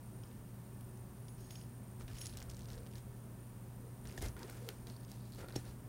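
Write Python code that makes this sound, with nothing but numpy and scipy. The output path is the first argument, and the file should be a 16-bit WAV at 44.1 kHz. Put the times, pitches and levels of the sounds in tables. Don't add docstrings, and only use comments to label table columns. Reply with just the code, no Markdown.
import sys
import numpy as np
from scipy import signal
from scipy.fft import rfft, irfft
from scipy.io import wavfile
from scipy.ndimage import uniform_filter1d

SR = 44100
rng = np.random.default_rng(int(sys.argv[2]) if len(sys.argv) > 2 else 0)


def linear_from_db(decibels):
    return 10 ** (np.asarray(decibels, float) / 20)


def to_wav(sig):
    pcm = np.clip(np.atleast_2d(sig), -1, 1) * 32767
    pcm = np.round(pcm).astype(np.int16)
    wavfile.write(sys.argv[1], SR, pcm.T)


N = 259308

# centre in Hz, width in Hz, relative level in dB.
STEEL_SONG = [(3160, 770, -5), (4400, 900, -4), (5300, 790, -2)]
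# centre in Hz, width in Hz.
PIN_RESONANCE = (4280, 1450)
# start in seconds, seconds until damped,
# level of the low modes in dB, level of the top mode in dB.
PART_BLOWS = [(.237, 0.0028, -63.5, -90), (.274, .003, -73, -90), (1.283, .004, -66, -81),
              (1.405, 0.038, -79, -62), (1.44, .066, -77, -85), (1.506, 0.052, -65, -57),
              (1.554, 0.045, -65, -71), (1.617, 0.03, -67, -85), (2.213, .1, -70, -68),
              (2.372, .03, -84, -59), (2.402, .05, -81, -58)]


def evened(x):
    return x / np.sqrt(np.mean(x ** 2) + 1e-20)


def peaked(x):
    return x / abs(x[:40]).max()


def read(points, hz):
    f, value = np.transpose(points)
    return np.interp(np.log(hz + 1), np.log(f + 1), value)


def add(mix, s, sound):
    stretch = mix[round(s * SR):][:len(sound)]
    stretch += sound[:len(stretch)]


def coloured(x, points):
    gain = linear_from_db(read(points, np.fft.rfftfreq(len(x), 1 / SR)))
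    return evened(irfft(rfft(x) * gain, len(x)))


def resonate(x, hz, width_hz):
    r = np.exp(-np.pi * width_hz / SR)
    return signal.lfilter([1, 0, -1], [1, -2 * r * np.cos(2 * np.pi * hz / SR), r * r], x)


def resonate_twice(x, hz, width_hz):
    return resonate(resonate(x, hz, width_hz), hz, width_hz)


def slow(rate_hz):
    knots = rng.standard_normal(400)
    return np.interp(np.arange(N) / SR * rate_hz, np.arange(400), knots) * np.sqrt(1.5)


def room(air_db=-54.5):
    # frequency in Hz, relative level in dB per Hz.
    air = [(12, -37), (25, -21.5), (63, -13.5), (110, -3.5), (250, -11.5), (420, -20.5), (470, -21),
           (1050, -26), (2000, -35), (4000, -41), (7600, -40), (8600, -37.5), (11000, -38), (16000, -36)]
    # frequency in Hz, rms level in dB, width in Hz.
    lines = [(38.5, -68, 11), (59.5, -65, 1.4), (119.9, -53, 0.63), (198.2, -63, 12.4), (235.8, -67, 8.1),
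             (369.2, -71, 19.7), (407.7, -74.5, 6), (548.5, -80, 3.9), (636, -85, 9.2), (940, -79, 1.516),
             (12400, -89.5, 2), (1770, -84.5, 27), (8570, -79.5, 190), (9170, -84.5, 400),
             (9250, -86.5, 350)]
    out = linear_from_db(air_db) * coloured(rng.standard_normal(N), air)
    t = np.arange(N) / SR
    for hz, db, width_hz in lines:
        if width_hz > 3:
            out += linear_from_db(db) * evened(resonate_twice(rng.standard_normal(N), hz, width_hz))
        else:
            drift = np.cumsum(width_hz * slow(rate_hz=3.956)) / SR
            out += linear_from_db(db) * np.sqrt(2) * np.sin(2 * np.pi * (hz * t + drift + rng.random()))
    return out


def twitter(beat_s=1 / 50, blip_s=0.013, spread_db=4, clump_db=3, jitter_s=0.0045, wander_hz=110):
    # middle pitch in Hz, level in dB before the chance in size, first beat in seconds,
    # drop of every second blip in dB (negative makes it louder).
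    pitches = [(8770, -70.5, 0.028, 3), (9150, -68, 0.042, 12), (9600, -70, .0293, -2.5)]
    out, t = np.zeros(N), np.arange(round(blip_s * SR)) / SR
    beats = np.arange(round(N / SR / beat_s))
    for hz, db, first_s, weak_db in pitches:
        clump = slow(rate_hz=4.6)
        for k, (late, size, pitch) in zip(beats, rng.standard_normal((len(beats), 3))):
            s = abs(first_s + k * beat_s + jitter_s * late)
            mood_db = clump_db * clump[min(round(s * SR), N - 1)]
            size_db = spread_db * min(size, 1)
            blip = np.hanning(len(t)) * np.sin(2 * np.pi * (hz + wander_hz * pitch) * t)
            add(out, s, linear_from_db(db - weak_db * (k % 2) + size_db + mood_db) * blip)
    return np.roll(out, -len(t) // 2)


def low_rumble():
    # time in seconds, level in dB before a short smoothing.
    spells = [
        [(1.9, -61), (1.97, -75), (2.012, -51), (2.156, -48.5), (2.18, -58.5), (2.394, -54.5), (2.44, -51)],
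        [(2.44, -69), (2.47, -51.5), (2.734, -52.5), (2.85, -57), (2.86, -78), (2.886, -55), (3.2, -58)],
        [(4.0, -72), (4.04, -57), (4.162, -57), (4.234, -41.5), (4.446, -61), (4.476, -77), (4.6, -51)],
        [(5.3, -73), (5.362, -61), (5.406, -64), (5.438, -49), (5.47, -73), (5.482, -57), (5.8, -56)],
    ]
    t, level_db = np.arange(N) / SR, np.full(N, -90.)
    for spell in spells:
        s, db = np.transpose(spell)
        inside = (t >= s[0]) & (t <= s[-1])
        level_db[inside] = np.interp(t[inside], s, db)
    spectrum = [(15, -52), (30, -1.5), (90, -0.5), (140, -12.0), (400, -25.5), (900, -99)]  # (Hz, dB)
    rumble = coloured(rng.standard_normal(N), spectrum)
    return linear_from_db(uniform_filter1d(level_db, 900)) * rumble


def hoots(width_hz=95):
    # middle in seconds,
    # rms level in dB before the soft edges, pitch in Hz, length in seconds.
    bumps = [(2.79, -60, 477, 0.18), (3.84, -60.5, 472, .19), (4.245, -61, 2100, 0.086),
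             (4.275, -59, 537, 0.077), (4.423, -59, 930, 0.072), (4.659, -56, 470, .15),
             (2.1, -67, 1750, .05), (4.37, -58, 1440, .012), (4.422, -63, 1544, .035),
             (4.497, -57, 1490, .014), (5.43, -60, 1400, 0.013), (5.431, -58, 927, 0.0156),
             (5.444, -58, 1390, .016), (5.466, -62, 1400, 0.023), (5.49, -60, 1400, .014)]
    out = np.zeros(N)
    for s, db, hz, length_s in bumps:
        size = round(length_s * SR)
        puff = resonate_twice(rng.standard_normal(12000), hz, width_hz)[-size:]
        add(out, s - length_s / 2, linear_from_db(db) * np.hanning(size) * evened(puff))
    return out


def slipping(slips_per_s, smooth=0.37):
    sizes = linear_from_db(4 * np.minimum(rng.exponential(1, N), 3.6))
    slips = sizes * (rng.random(N) < slips_per_s / SR)
    return slips * rng.choice([-1, 1], N) + smooth * rng.standard_normal(N)


def rubbing(slips_per_s=1800, mat_slips_per_s=500, rise=0.055, hold=0.56, fade_db=22):
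    # start in seconds, length in seconds, level in dB at its height,
    # level of the wide rustle in dB at its height.
    slides = [(.222, 0.16, -71, -87), (1.996, 0.047, -62.5, -65.5), (2.075, 0.066, -62, -66),
              (2.16, 0.18, -67, -75), (2.333, 0.21, -63.5, -72.5), (2.677, 0.14, -62, -71),
              (2.8, 0.13, -67.5, -86), (2.95, 0.058, -65, -64.5), (4.046, 0.18, -61.5, -66),
              (4.212, 0.084, -52, -54.5), (4.361, 0.079, -57.5, -66), (4.405, 0.084, -56.5, -65),
              (4.477, 0.065, -60, -63.5), (4.523, 0.1, -60, -64.5), (4.603, 0.21, -66.5, -66.5),
              (4.681, 0.04, -55.5, -60.5), (4.865, 0.066, -60.5, -65), (5.38, 0.06, -56, -62),
              (5.422, 0.042, -55.5, -73), (5.482, 0.037, -57.5, -68), (5.523, 0.091, -58, -70),
              (5.64, 0.1, -62, -69)]
    scrapes = [(0.232, 0.19, -81, -87), (1.372, .15, -71, -85), (1.489, 0.16, -68.5, -72),
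               (2.141, 0.078, -66, -63), (2.202, 0.11, -68, -61), (2.085, .05, -74, -76),
               (2.28, 0.072, -76, -69), (2.372, 0.089, -72, -72), (2.494, 0.036, -71, -65),
               (2.68, .11, -73, -76), (2.555, 0.14, -75, -74), (4.174, 0.029, -64, -58.5),
               (4.9, 0.14, -79, -82), (5.083, 0.13, -82, -68), (5.247, 0.081, -78, -72),
               (5.32, 0.14, -82, -69), (5.552, 0.072, -72, -59), (5.648, .09, -76, -75)]
    rattles = [(4.9, 0.07, -72, -85), (5.0, .06, -83, -88), (5.09, .09, -74, -80), (5.192, 0.13, -75, -88),
               (5.343, .12, -76, -85), (5.533, 0.034, -69, -85), (5.66, 0.058, -69, -80)]
    # frequency in Hz, relative level in dB per Hz.
    mat_colour = [(150, -20), (350, 11), (900, -2), (1150, -5.5), (1400, -0.5), (1800, -4.5), (2300, -8.5),
                  (4000, -21.5), (9000, -48)]
    rustle_colour = [(600, -30), (1500, -2), (4000, -2), (7500, -3), (11000, -6), (16000, -10.5)]

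    mat = coloured(slipping(mat_slips_per_s), mat_colour)
    steel_slips = slipping(slips_per_s)
    steel = evened(sum(linear_from_db(db) * evened(resonate(steel_slips, hz, width)) for hz, width, db in STEEL_SONG))
    pins = evened(resonate_twice(slipping(slips_per_s), *PIN_RESONANCE))
    rustle = coloured(slipping(slips_per_s), rustle_colour)

    power = np.zeros((4, N))
    for body, strokes in enumerate([slides, scrapes, rattles]):
        for s, length_s, db, rustle_db in strokes:
            u = np.arange(0, 2, 1 / (length_s * SR))
            stroke = np.clip(u / rise, 0, 1) * linear_from_db(-fade_db * np.maximum(u - hold, 0))
            add(power[body], s, (linear_from_db(db) * stroke) ** 2)
            add(power[3], s, (linear_from_db(rustle_db) * stroke) ** 2)
    return (np.sqrt(power) * [mat, steel, pins, rustle]).sum(0)


def strike(modes, db, tilt_db=0, push_s=0.0082, settle_s=0.00068):
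    t = np.arange(8000) / SR
    ring = np.zeros(8000)
    for k, (hz, mode_db, t60) in enumerate(modes):
        level_db = mode_db + tilt_db * np.log2(hz / 500) - 60 * t / t60
        ring += (-1) ** k * linear_from_db(level_db) * np.sin(2 * np.pi * hz * t)
    push = .03 * rng.standard_normal(800) * np.exp(-t[:800] / push_s)
    push[0] = 1
    return linear_from_db(db) * signal.fftconvolve(ring * (1 - np.exp(-t / settle_s)), push)


def knocks():
    # frequency in Hz, level in dB before the brightness tilt, t60 in seconds.
    block_modes = [(122.3, -6, 0.22), (202, -6, 0.078), (283, -0.5, 0.066), (372, 0, 0.033),
                   (487, -7, 0.027), (630, -9, 0.036), (783, -9, 0.04), (1060, -17, 0.013),
                   (1775, -14, 0.021)]
    # start in seconds, gain in dB on the modes, brightness in dB per octave.
    blows = [(4.177, -46, 12), (4.179, -50, -3), (4.2104, -47.5, -2), (4.224, -40, 0.5), (4.236, -44.5, -2),
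             (4.258, -48, 0), (4.366, -57, -1), (4.6885, -50, 3), (5.43, -52, -1), (5.5582, -32.5, 0),
             (5.564, -44.5, 1), (5.579, -46.5, 2)]
    out = np.zeros(N)
    for s, db, tilt_db in blows:
        add(out, s, strike(block_modes, db, tilt_db))
    return out


def clacks():
    # frequency in Hz, relative level in dB, t60 in seconds.
    plate_modes = [(2980, -3.5, 0.012), (4100, -4, 0.01), (5500, 2, 0.036), (6400, 0.5, 0.018),
                   (5500, -8, .02), (8900, 1, 0.015)]
    # start in seconds, gain in dB on the modes.
    blows = [(0.235, -67), (1.5074, -61), (1.5575, -59), (2.215, -49), (5.5605, -39.5)]
    out = np.zeros(N)
    for s, db in blows:
        add(out, s, strike(plate_modes, db))
    return out


def free_ring(hz, t60, free_s, db):
    t = np.arange(round((free_s + .01) * SR)) / SR
    grip = np.clip(t / 0.00057, 0, 1) * np.clip((free_s + 0.0075 - t) / 0.0045, 0, 1)
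    return linear_from_db(db - 60 * t / t60) * grip * np.sin(2 * np.pi * (hz * t + rng.random()))


def part(chatter_per_s=500, chatter_db=-5, damped_s=.03):
    # frequency in Hz, relative level in dB, t60 in seconds.
    low_modes = [(4960, -0.5, 0.097), (5410, -1, 0.045), (5630, -7, 0.028)]
    # frequency in Hz, t60 in seconds.
    top_mode = (13610, 0.091)
    out, t = np.zeros(N), np.arange(6000) / SR
    ring = sum(linear_from_db(db - 60 * t / t60) * np.sin(2 * np.pi * hz * t) for hz, db, t60 in low_modes)
    for s, free_s, db, top_db in PART_BLOWS:
        chance, size = rng.random((2, 6000))
        touches = linear_from_db(chatter_db) * (2 * size - 1) * (chance < chatter_per_s / SR) * (t < free_s)
        touches[0] = 1
        damping = linear_from_db(-60 * np.maximum(t - free_s, 0) / damped_s)
        add(out, s, linear_from_db(db) * damping * signal.fftconvolve(touches, ring)[:len(t)])
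        add(out, s, free_ring(*top_mode, free_s, top_db))
    return out


def tweezer():
    # frequency in Hz, t60 in seconds.
    blade_modes = [(6615, 0.23), (9917, 0.47)]
    # start in seconds, seconds until gripped or struck again,
    # level of the stronger mode in dB, lead of the upper mode over the lower in dB.
    blows = [(.9, .15, -72, 20), (1.282, .12, -62, 6), (1.405, 0.032, -68, -14), (1.44, 0.07, -64, -6),
             (1.506, 0.05, -58.5, -1), (1.562, 0.031, -59.5, -4), (1.604, .06, -64, 7),
             (2.184, 0.04, -54.5, 3), (2.165, .019, -64, 17), (2.213, 0.031, -52.5, -8),
             (2.259, 0.079, -61, -12), (2.2134, 0.14, -50, 12), (4.178, .049, -62, -17),
             (4.223, .16, -56.5, 15)]
    out = np.zeros(N)
    for s, free_s, db, lead_db in blows:
        for mode, lag_db in zip(blade_modes, (lead_db, -lead_db)):
            add(out, s, free_ring(*mode, free_s, db - max(lag_db, 0)))
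    return out


def contact(hz, width_hz, body_db, edge_db, steel_db, scatter_db=-17, scatter_s=0.013):
    t = np.arange(1500) / SR
    blow = linear_from_db(scatter_db - 60 * t / scatter_s) * rng.standard_normal(1500)
    blow[0] = 1
    wide = resonate(blow, hz, width_hz)
    body = peaked(resonate(wide, hz, width_hz)) + linear_from_db(-1) * peaked(wide)
    edge = resonate(np.diff(blow, prepend=0), 8200, 6500)
    steel = sum(linear_from_db(db) * peaked(resonate(blow, mode_hz, mode_width_hz))
                for mode_hz, mode_width_hz, db in STEEL_SONG)
    return linear_from_db(body_db) * peaked(body) + linear_from_db(edge_db) * peaked(edge) + linear_from_db(steel_db) * peaked(steel)


def dry_tick(db, hz, edge_db):
    width_hz = np.clip(4900 + 87 * (edge_db - db), 300, 0.99 * hz)
    return contact(hz, width_hz, db, edge_db, db - 8)


def crackle(ticks_per_s=55, spread_db=3, dull_db=-10):
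    # start in seconds, length in seconds, typical level in dB, typical centre in Hz.
    spells = [(2.09, .12, -56, 2800), (2.14, .1, -54, 3500), (2.224, .13, -56, 4000),
              (2.299, .15, -55, 2580), (2.499, .25, -58, 3500), (2.75, 0.25, -56, 4800),
              (4.058, 0.072, -55, 3000), (4.46, 0.074, -54, 7200), (5, .12, -68, 4500),
              (5.173, .14, -68, 4300), (5.322, .2, -58, 4000), (5.62, .1, -59, 4550)]
    out = np.zeros(N)
    for s, length_s, db, hz in spells:
        for _ in range(int(np.ceil(ticks_per_s * length_s))):
            size, place = rng.standard_normal(2)
            tick_db = db + spread_db * size
            tick = dry_tick(tick_db, hz * 1.4 ** place, tick_db + dull_db)
            add(out, s + rng.random() * length_s, tick)
    return out


def pin_ticks():
    # start in seconds, peak level in dB, peak level of the treble edge in dB.
    clicks = [(4.8997, -46, -60), (4.965, -50.5, -56), (5.01, -57, -70), (5.033, -58, -70),
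              (5.0816, -57, -70), (5.2073, -59, -70), (5.2552, -58, -70), (5.322, -48, -42),
              (5.329, -55, -64), (5.336, -49, -56), (5.348, -51, -43), (5.3587, -52, -63),
              (5.377, -56, -66), (5.4855, -46.5, -43), (5.497, -51, -44), (5.5244, -47, -55)]
    out = np.zeros(N)
    for s, db, edge_db in clicks:
        add(out, s, contact(*PIN_RESONANCE, db, edge_db, db - 16))
    return out


def crack():
    # start in seconds, peak level in dB, centre in Hz, width in Hz,
    # peak level of the treble edge in dB.
    blows = [(4.6891, -26.5, 1890, 6440, -30)]
    out = np.zeros(N)
    for s, db, hz, width_hz, edge_db in blows:
        add(out, s, contact(hz, width_hz, db, edge_db, db - 16, scatter_db=-19))
    return out


def chinks(width_hz=1260, edge_db=-11):
    # start in seconds, level of the singing steel in dB, centre of the contact in Hz,
    # peak level of the contact in dB.
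    ringing_contacts = [(0.236, -53, 3140, -55), (0.2745, -59, 5100, -65), (0.3143, -62, 3000, -56),
                        (0.8094, -61, 3000, -60), (1.2832, -49, 3200, -54), (1.507, -46, 3180, -50),
                        (1.531, -58, 3000, -60), (1.556, -45, 3180, -51), (1.613, -52, 3100, -55),
                        (1.637, -60, 3200, -62), (2.1574, -54, 4490, -59), (2.1846, -40.5, 2800, -54),
                        (2.215, -39, 3100, -46), (4.178, -40, 2880, -48)]
    out = np.zeros(N)
    for s, steel_db, hz, body_db in ringing_contacts:
        chink = contact(hz, width_hz, body_db, steel_db + edge_db, steel_db, scatter_db=-18.5, scatter_s=0.017)
        add(out, s, chink)
    return out


def ticks():
    # start in seconds, peak level in dB, centre in Hz, peak level of the treble edge in dB.
    contacts = [(0.8094, -51, 12400, -48), (.974, -54, 6000, -62), (1.18, -63, 5000, -64),
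                (1.509, -46, 2200, -66), (1.558, -55, 2200, -68), (2.01, -46, 1500, -60),
                (2.011, -54, 5000, -54), (2.02, -53, 4500, -58), (2.0807, -44.5, 1990, -55),
                (2.085, -49, 2600, -62), (2.097, -54, 1750, -68), (2.1332, -50, 4260, -63),
                (2.168, -51, 3000, -66), (2.208, -50, 2500, -60), (2.212, -56, 12500, -34),
                (2.2165, -48, 2200, -44), (2.239, -54, 4000, -56), (2.254, -48, 4500, -56),
                (2.258, -33, 6660, -47), (2.259, -44, 3100, -60), (2.268, -33, 6600, -47),
                (2.274, -46, 4600, -60), (2.2957, -46, 4520, -62), (2.338, -47, 4200, -50),
                (2.354, -55, 3500, -60), (2.372, -34.5, 6200, -43), (2.374, -46, 2700, -60),
                (2.3798, -46, 4000, -48), (2.387, -45, 4100, -58), (2.4026, -44, 4900, -53),
                (2.418, -44, 2010, -62), (2.4265, -38.5, 5830, -48), (2.497, -46, 4200, -60),
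                (2.5, -39.5, 7360, -51), (2.512, -46, 7000, -56), (2.516, -49, 4200, -62),
                (2.537, -51, 7000, -62), (2.546, -47.5, 5000, -54), (2.5681, -44, 7060, -56),
                (2.576, -51, 6500, -58), (2.632, -53, 4500, -62), (2.645, -56, 4500, -64),
                (2.593, -45, 6560, -52), (2.608, -48.5, 4300, -53), (2.619, -47, 6400, -52),
                (2.6568, -46, 4400, -52), (2.686, -48.5, 4500, -61), (2.689, -49, 5540, -55),
                (2.7028, -45, 4000, -48), (2.7167, -48, 4500, -62), (2.723, -48, 7100, -49),
                (2.7323, -46, 4400, -63), (2.7426, -50, 4400, -62), (2.7546, -49, 7100, -60),
                (2.779, -49.5, 4300, -64), (2.871, -48.5, 3900, -53), (2.9557, -47, 4200, -47),
                (2.9822, -50, 4940, -55), (4.0545, -46, 2190, -45), (4.073, -42, 5250, -52),
                (4.0976, -49, 2200, -63), (4.1074, -49, 5200, -63), (4.114, -49, 2100, -50),
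                (4.09, -50, 5000, -55), (4.1254, -47, 5200, -60), (4.209, -45, 3500, -50),
                (4.219, -52, 3000, -52), (4.223, -34, 7150, -35), (4.228, -44, 3500, -48),
                (4.255, -47, 5500, -52), (4.2618, -39, 4400, -47), (4.285, -42, 5600, -55),
                (4.3667, -50, 2900, -48), (4.3932, -46, 5300, -43), (4.431, -41.5, 4400, -70),
                (4.475, -50, 6500, -55), (4.4965, -46, 1440, -62), (4.499, -44.5, 4970, -35.5),
                (4.526, -50, 6500, -56), (4.8705, -43.5, 3270, -48), (4.8811, -51, 3400, -50),
                (5.049, -49, 5000, -62), (5.099, -51, 6500, -60), (5.1168, -42, 6140, -40),
                (5.487, -52, 2000, -60), (5.506, -47, 1500, -66), (5.5585, -38, 3000, -52),
                (5.5615, -35.5, 3750, -43), (5.565, -36, 5550, -55)]
    out = np.zeros(N)
    for s, db, hz, edge_db in contacts:
        add(out, s, dry_tick(db, hz, edge_db))
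    return out


def scene():
    background = room() + twitter() + low_rumble() + hoots()
    block_and_plate = rubbing() + knocks() + clacks()
    tips_and_part = part() + tweezer() + crackle() + pin_ticks() + crack() + chinks() + ticks()
    mono = background + block_and_plate + tips_and_part
    return np.array([mono, mono])


def band_limit(x):
    return signal.sosfilt(signal.butter(12, 16460, fs=SR, output="sos"), x)


def record(dry, edge_hz=15900):
    # frequency in Hz, level in dB.
    side_colour = [(60, -30.5), (180, -47.5), (550, -29.5), (1650, -39), (4970, -32.5), (15000, -37.5)]
    hz = np.fft.rfftfreq(512, 1 / SR)
    taps = irfft(linear_from_db(read(side_colour, hz)) * np.exp(2j * np.pi * rng.random(len(hz))))
    side = signal.oaconvolve(dry[0], taps, "same")
    band = signal.firwin(255, edge_hz, window=("kaiser", 5), fs=SR)
    pair = signal.oaconvolve(dry + np.outer([1, -1], side), band[None], "same")
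    return band_limit(pair)


dry = scene()
out = record(dry)
to_wav(out)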